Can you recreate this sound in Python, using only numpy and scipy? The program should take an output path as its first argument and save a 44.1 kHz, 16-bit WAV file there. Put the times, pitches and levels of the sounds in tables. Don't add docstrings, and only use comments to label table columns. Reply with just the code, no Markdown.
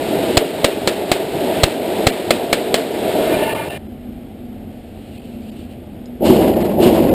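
import sys
import numpy as np
from scipy import signal
from scipy.fft import rfft, irfft
from scipy.io import wavfile

SR = 44100
rng = np.random.default_rng(int(sys.argv[2]) if len(sys.argv) > 2 else 0)


def store_wav(level_fs):
    pcm = np.round(np.clip(np.atleast_2d(level_fs), -1, 1) * 32767)
    wavfile.write(sys.argv[1], SR, pcm.T.astype(np.int16))


def invert_db(level):
    return 10 ** (np.asarray(level, dtype=float) / 20)


N = 314852
TIME = np.arange(N) / SR
CUT_S = 3.778


def rms_one(x):
    return x / np.sqrt(np.mean(x ** 2) + 1e-20)


def coloured(spectrum):
    hz = np.fft.rfftfreq(N, 1 / SR) + 1
    table_hz, table_db = np.transpose(spectrum)
    db = np.interp(np.log(hz), np.log(table_hz), table_db)
    return rms_one(irfft(rfft(rng.standard_normal(N)) * invert_db(db), N))


def band(x, low_hz, high_hz):
    return signal.sosfilt(signal.butter(3, [low_hz, high_hz], "band", fs=SR, output="sos"), x)


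def split(x, low_hz, high_hz):
    spectrum, hz = rfft(x), np.fft.rfftfreq(N, 1 / SR)
    masks = hz < low_hz, (hz >= low_hz) & (hz < high_hz), hz >= high_hz
    return [rms_one(irfft(spectrum * mask, N)) for mask in masks]


def drift(rate_hz):
    r = np.exp(-2 * np.pi * rate_hz / SR)
    wander = signal.lfilter([1], [1, -2 * r, r * r], rng.standard_normal(N + SR))
    return rms_one(wander[SR:])


def ring(clicks, hz, t60):
    r, w = invert_db(-60 / (t60 * SR)), 2 * np.pi * hz / SR
    return signal.lfilter([0, np.sin(w)], [1, -2 * r * np.cos(w), r * r], clicks + 1e-18)


def hum(hz, width_hz):
    r = np.exp(-np.pi * width_hz / SR)
    resonance = [1, 0, -1, 1, -2 * r * np.cos(2 * np.pi * hz / SR), r * r]
    return rms_one(signal.sosfilt([resonance, resonance], rng.standard_normal(N)))


def envelope(start, end, rise, fall):
    return invert_db(-rise * np.maximum(start - TIME, 0) - fall * np.maximum(TIME - end, 0))


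def struck(events, modes):
    times, db = np.transpose(events)
    at = (times * SR).astype(int)
    odd = rng.standard_normal((len(at), len(modes)))
    out = np.zeros(N)
    for k, (hz, mode_db, t60) in enumerate(modes):
        clicks = np.zeros(N)
        clicks[at] = invert_db(db + mode_db + 0.31 * odd[:, k])
        out += ring(clicks, hz, t60)
    return signal.sosfilt(signal.butter(4, 1100, fs=SR, output="sos"), out)


def recovery(since, hold):
    return 7 * (1 - np.exp(-np.maximum(since - hold, 0) / 0.19))


# f/Hz, level/dB (per Hz)
ROAR_SPECTRUM = [(18, -48), (30, -29), (54, -24.5), (86, -15), (114, -15.5), (312, -3), (424, -2),
                 (516, -7.5), (656, -3.5), (765, -11.5), (891, -15), (1040, -20), (2900, -17.5),
                 (3950, -19), (5600, -32), (7280, -56), (12300, -120)]
# f/Hz, width/Hz, level/dB
PANELS = [(637, 116, 7), (891, 100, 2.5), (1160, 120, -5.5), (1462, 140, -3), (1770, 130, -1),
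          (2133, 100, -4), (2400, 47, -4.5), (2740, 290, -2), (2960, 170, -5.5)]


def panel_ring():
    panels = rms_one(sum(invert_db(db) * invert_db(3.5 * drift(11.5)) * hum(hz, width * 0.86) for hz, width, db in PANELS))
    last_s = SHOT_TIMES[-1]
    return panels * invert_db(-23.5) * envelope(last_s + 0.63, last_s + 0.79, 47, 38)


def roar():
    rumble, boom, hiss = split(coloured(ROAR_SPECTRUM), 170, 1000)
    earlier_shot_s, flutter_s = -0.246, .045
    starts = np.array(SHOT_TIMES)
    since = TIME - np.append(earlier_shot_s, starts)[np.searchsorted(starts, TIME)]
    lift = recovery(since, 0.17)
    sink = 32.5 * np.maximum(since - 0.6, 0)
    boom_db = -23 + lift - sink
    hiss_db = -36.5 + 1.25 * lift - 0.87 * sink
    rumble_db = -41.5 + 1.11 * recovery(since, 0.11) - 0.27 * sink
    early_db = 8 * np.exp(-since / 0.048) + 6 * np.exp(-since / 0.15)
    slap_db = 4 * np.exp(-((since - flutter_s - .004) / 0.0082) ** 2) + 4 * np.exp(-since / 0.058)
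    flutter_db = 0.5 * np.cos(2 * np.pi * since / flutter_s)
    tail = boom * invert_db(boom_db + slap_db + flutter_db + 1.4 * drift(14))
    tail += hiss * invert_db(hiss_db + early_db + 0.5 * drift(51))
    tail += rumble * invert_db(rumble_db + 2.2 * drift(16.6))
    return (tail + panel_ring()) * (TIME <= CUT_S)


# t/s, level/dB (peak)
WALL_THUMPS = [(0.104, -23), (0.231, -4), (0.309, -10), (0.369, -1), (1.349, -6.5), (1.399, -14),
               (1.449, -34), (1.5, -13), (3.085, -13), (3.154, -7), (3.207, 0), (3.273, -1), (3.341, 0),
               (3.369, 0.5), (3.423, -2.5), (3.466, -17), (6.419, 0), (6.512, -21), (6.573, -1),
               (6.976, -3), (7.069, -5.5)]
# f/Hz, level/dB, t60/s
WALL_MODES = [(360, -18, 0.18), (462, -31.5, 0.11), (620, -9, 0.088)]


def wall_thumps():
    return struck(WALL_THUMPS, WALL_MODES)


SHOT_TIMES = [
    .3707,
    .6442,
    .8748,
    1.1163,
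    1.6342,
    2.0681,
    2.3067,
    2.5286,
    2.7423,
]
# level/dB (peak), time until the gain catches it/ms, pressure push level/dB
SHOT_SHAPES = [
    (3, 7.4, -9),
    (3, 4.76, -10),
    (3, 2.4, -35.5),
    (3, 2.86, -7.5),
    (3, 8, -5),
    (3, 6.2, -5),
    (3, 3.8, -22),
    (3, 3.6, -20),
    (3, 2.9, -32.5),
]
# f/Hz, level/dB, t60/s
BLAST_MODES = [(580, 5.5, .02), (4050, 1, .006), (350, -6, .05), (1270, -10, .02), (2150, -9, .02),
               (3300, -7, .012)]
# t/ms, level/dB
CRACK_ECHOES = [(2.5, -8.5), (3.7, -5), (5.6, -24)]


def blasts():
    out, size = np.zeros(N), round(.06 * SR)
    t, click = np.arange(size) / SR, np.eye(1, size)[0]
    swell = np.clip(t / .0016, .35, 1)
    debris = rng.standard_normal((len(SHOT_SHAPES), size))
    spread = rng.standard_normal((len(SHOT_SHAPES), len(BLAST_MODES) + len(CRACK_ECHOES)))
    for s, (db, open_ms, push_db), noise, odd in zip(SHOT_TIMES, SHOT_SHAPES, debris, spread):
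        cracks = click.copy()
        for (ms, echo_db), o in zip(CRACK_ECHOES, odd[::-1]):
            cracks[round((ms + .15 * o) * SR / 1000)] += invert_db(echo_db)
        wave = np.zeros(size)
        for (hz, mode_db, t60), o in zip(BLAST_MODES, odd):
            is_crack = hz > 1000
            mode = ring(cracks if is_crack else click, hz * (1 + o / 70), t60)
            wave -= invert_db(mode_db + o) * mode * (1 if is_crack else swell)
        scatter = invert_db(-7.0) * rms_one(band(noise, 1460, 4800)) + invert_db(-9.0) * rms_one(band(noise, 356, 770))
        wave += scatter * np.clip(t / 0.0042, .1, 1) ** 2
        wave -= invert_db(push_db) * np.sin(2 * np.pi * t / (open_ms * .00125))
        gain = 1 / (1 + np.exp((t * 1000 - open_ms) / 1.1))
        wave += scatter * invert_db(-9.5) * np.exp(-t / 0.012) * (1 - gain) / gain.clip(1e-9)
        at = round(s * SR)
        out[at:at + size] += invert_db(db) * wave * gain * np.minimum(t / .00015, 1)
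    return out


# f/Hz, level/dB (per Hz)
AIR_SPECTRUM = [(18, -40), (30, -8), (92, -10), (124, -12), (155, -11), (189, -10), (245, -7), (371, -12.5),
                (405, -15.5), (732, -18), (1020, -36.5), (3170, -35.5), (5600, -50.5), (7280, -104),
                (12300, -120)]
# f/Hz, width/Hz, level/dB
DUCT_DRONES = [(243.3, 5.6, -38), (213.8, 13.3, -40), (88, 25, -42.5)]


def ventilation():
    air = invert_db(-35) * coloured(AIR_SPECTRUM)
    drones = sum(invert_db(db) * hum(hz, width) for hz, width, db in DUCT_DRONES)
    blade_hz = 240 + 4 * drift(3.4)
    blades = invert_db(-52 + 0.65 * drift(12)) * np.sin(2 * np.pi * np.cumsum(blade_hz) / SR)
    return (air + drones + blades) * (TIME > CUT_S)


# start t/s, end t/s, start level/dB, end level/dB
RUSTLES = [
    (4.7, 5.185, -65, -52),
    (5.26, 5.4, -52, -62),
    (5.43, 5.637, -53.5, -50.5),
    (5.715, 5.74, -54, -55),
]


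def paper_target():
    shaken = sum(invert_db(np.interp(TIME, [a, b], [a_db, b_db])) * envelope(a, b, 400, 400)
                 for a, b, a_db, b_db in RUSTLES)
    return shaken * invert_db(1.0 + 1.1 * drift(30)) * (hum(2730, 1200) + .5 * hum(4100, 1300))


def clamp_tick():
    click = np.zeros(N)
    click[round(6.058 * SR)] = invert_db(-37.5)
    return .45 * ring(click, 5100, .06) + .8 * ring(click, 4000, .006) + .7 * ring(click, 4700, .008)


# t/s, level/dB
BACK_SLAPS = [
    (6.208, -19),
    (6.30, -7),
    (6.777, -18.5),
    (6.86, -9),
]
# f/Hz, level/dB, t60/s
HALL_MODES = [(242, 3, 0.16), (367, 1, 0.39), (368, -9, 0.14), (510, -39, 0.11)]


def back_wall_slaps():
    return struck(BACK_SLAPS, HALL_MODES)


# t/s, boom level/dB, hiss level/dB, crack level/dB, boom decay/(dB/s)
FAR_SHOTS = [
    (6.23, -10.5, -26.5, -25, 17),
    (6.795, -10.5, -26, -25.5, 6),
]


def far_envelopes():
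    power = 0
    for s, boom_db, hiss_db, crack_db, decay in FAR_SHOTS:
        swell = np.clip((TIME - s + .022) / .005, 0, 1)
        boom = invert_db(boom_db) * swell * envelope(s, s + 0.2, 402, decay)
        highs_s = s + 0.028
        hiss = invert_db(hiss_db) * envelope(highs_s, highs_s + 0.022, 600, 21.5)
        crack = invert_db(crack_db) * envelope(highs_s, highs_s + 0.022, 600, 70)
        power = power + np.square([boom, hiss, crack])
    return np.sqrt(power)


# f/Hz, level/dB (per Hz)
FAR_SPECTRUM = [(18, -57), (30, -26), (69, -2), (124, -13), (225, 1.5), (286, -3.5), (333, 3.5), (388, -4),
                (642, -5), (799, -12.5), (973, -19), (1290, -31), (2720, -30), (5130, -39.5), (5600, -46),
                (7280, -71), (12300, -120)]


def far_shots():
    rumble, boom, hiss = split(coloured(FAR_SPECTRUM), 98, 930)
    boom_gain, hiss_gain, crack_gain = far_envelopes()
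    low = (boom + invert_db(-19) * rumble) * boom_gain * invert_db(-1.0 + 0.28 * drift(25))
    high = hiss * hiss_gain * invert_db(-1.5 + 2.2 * drift(30))
    crack = (hum(2900, 750) + 0.59 * hum(4200, 1900)) * crack_gain * invert_db(-3.0)
    return low + high + crack


def scene():
    booth = roar() + wall_thumps() + blasts()
    lane = ventilation() + paper_target() + clamp_tick() + back_wall_slaps() + far_shots()
    return (booth + lane)[None]


THIN_MOMENTS = [
    2.113,
    3.543,
    3.695,
    3.882,
    5.19,
    5.51,
    6.551,
    6.637,
    7.105,
]


def thin_highs(x):
    out, half = x.copy(), round(.03 * SR)
    t, hz = np.arange(-half, half) / SR, np.fft.rfftfreq(2 * half, 1 / SR)
    for s, lines in zip(THIN_MOMENTS, rng.uniform(1300, 5200, (len(THIN_MOMENTS), 9))):
        part = slice(round(s * SR) - half, round(s * SR) + half)
        spectrum = rfft(x[part] * np.hanning(2 * half))
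        near_line = np.abs(hz[:, None] - lines).min(axis=1) < 40
        lost = np.exp(-(t / .007) ** 4) * irfft(spectrum * (hz > 1050), 2 * half)
        kept = np.exp(-(t / .012) ** 4) * irfft(spectrum * near_line, 2 * half)
        out[part] += 1.6 * kept - .93 * lost
    return out


def low_pass(x):
    return signal.sosfilt(signal.butter(12, 16600, fs=SR, output="sos"), x)


def record(dry):
    x = dry[0] + .06 * np.tanh(dry[0]) ** 2
    x = thin_highs(signal.sosfilt(signal.butter(2, 20, "high", fs=SR, output="sos"), x))
    slow = np.clip(signal.resample_poly(x, 40, 147), -.98, .98)
    held = signal.resample_poly(np.repeat(slow, 4), 147, 160)[:N]
    held = signal.sosfiltfilt(signal.cheby2(10, 30, 15700, fs=SR, output="sos"), held)
    held = np.clip(np.pad(held, (0, N - len(held))), -1, 1)
    return low_pass(held[None])


dry = scene()
out = record(dry)
store_wav(out)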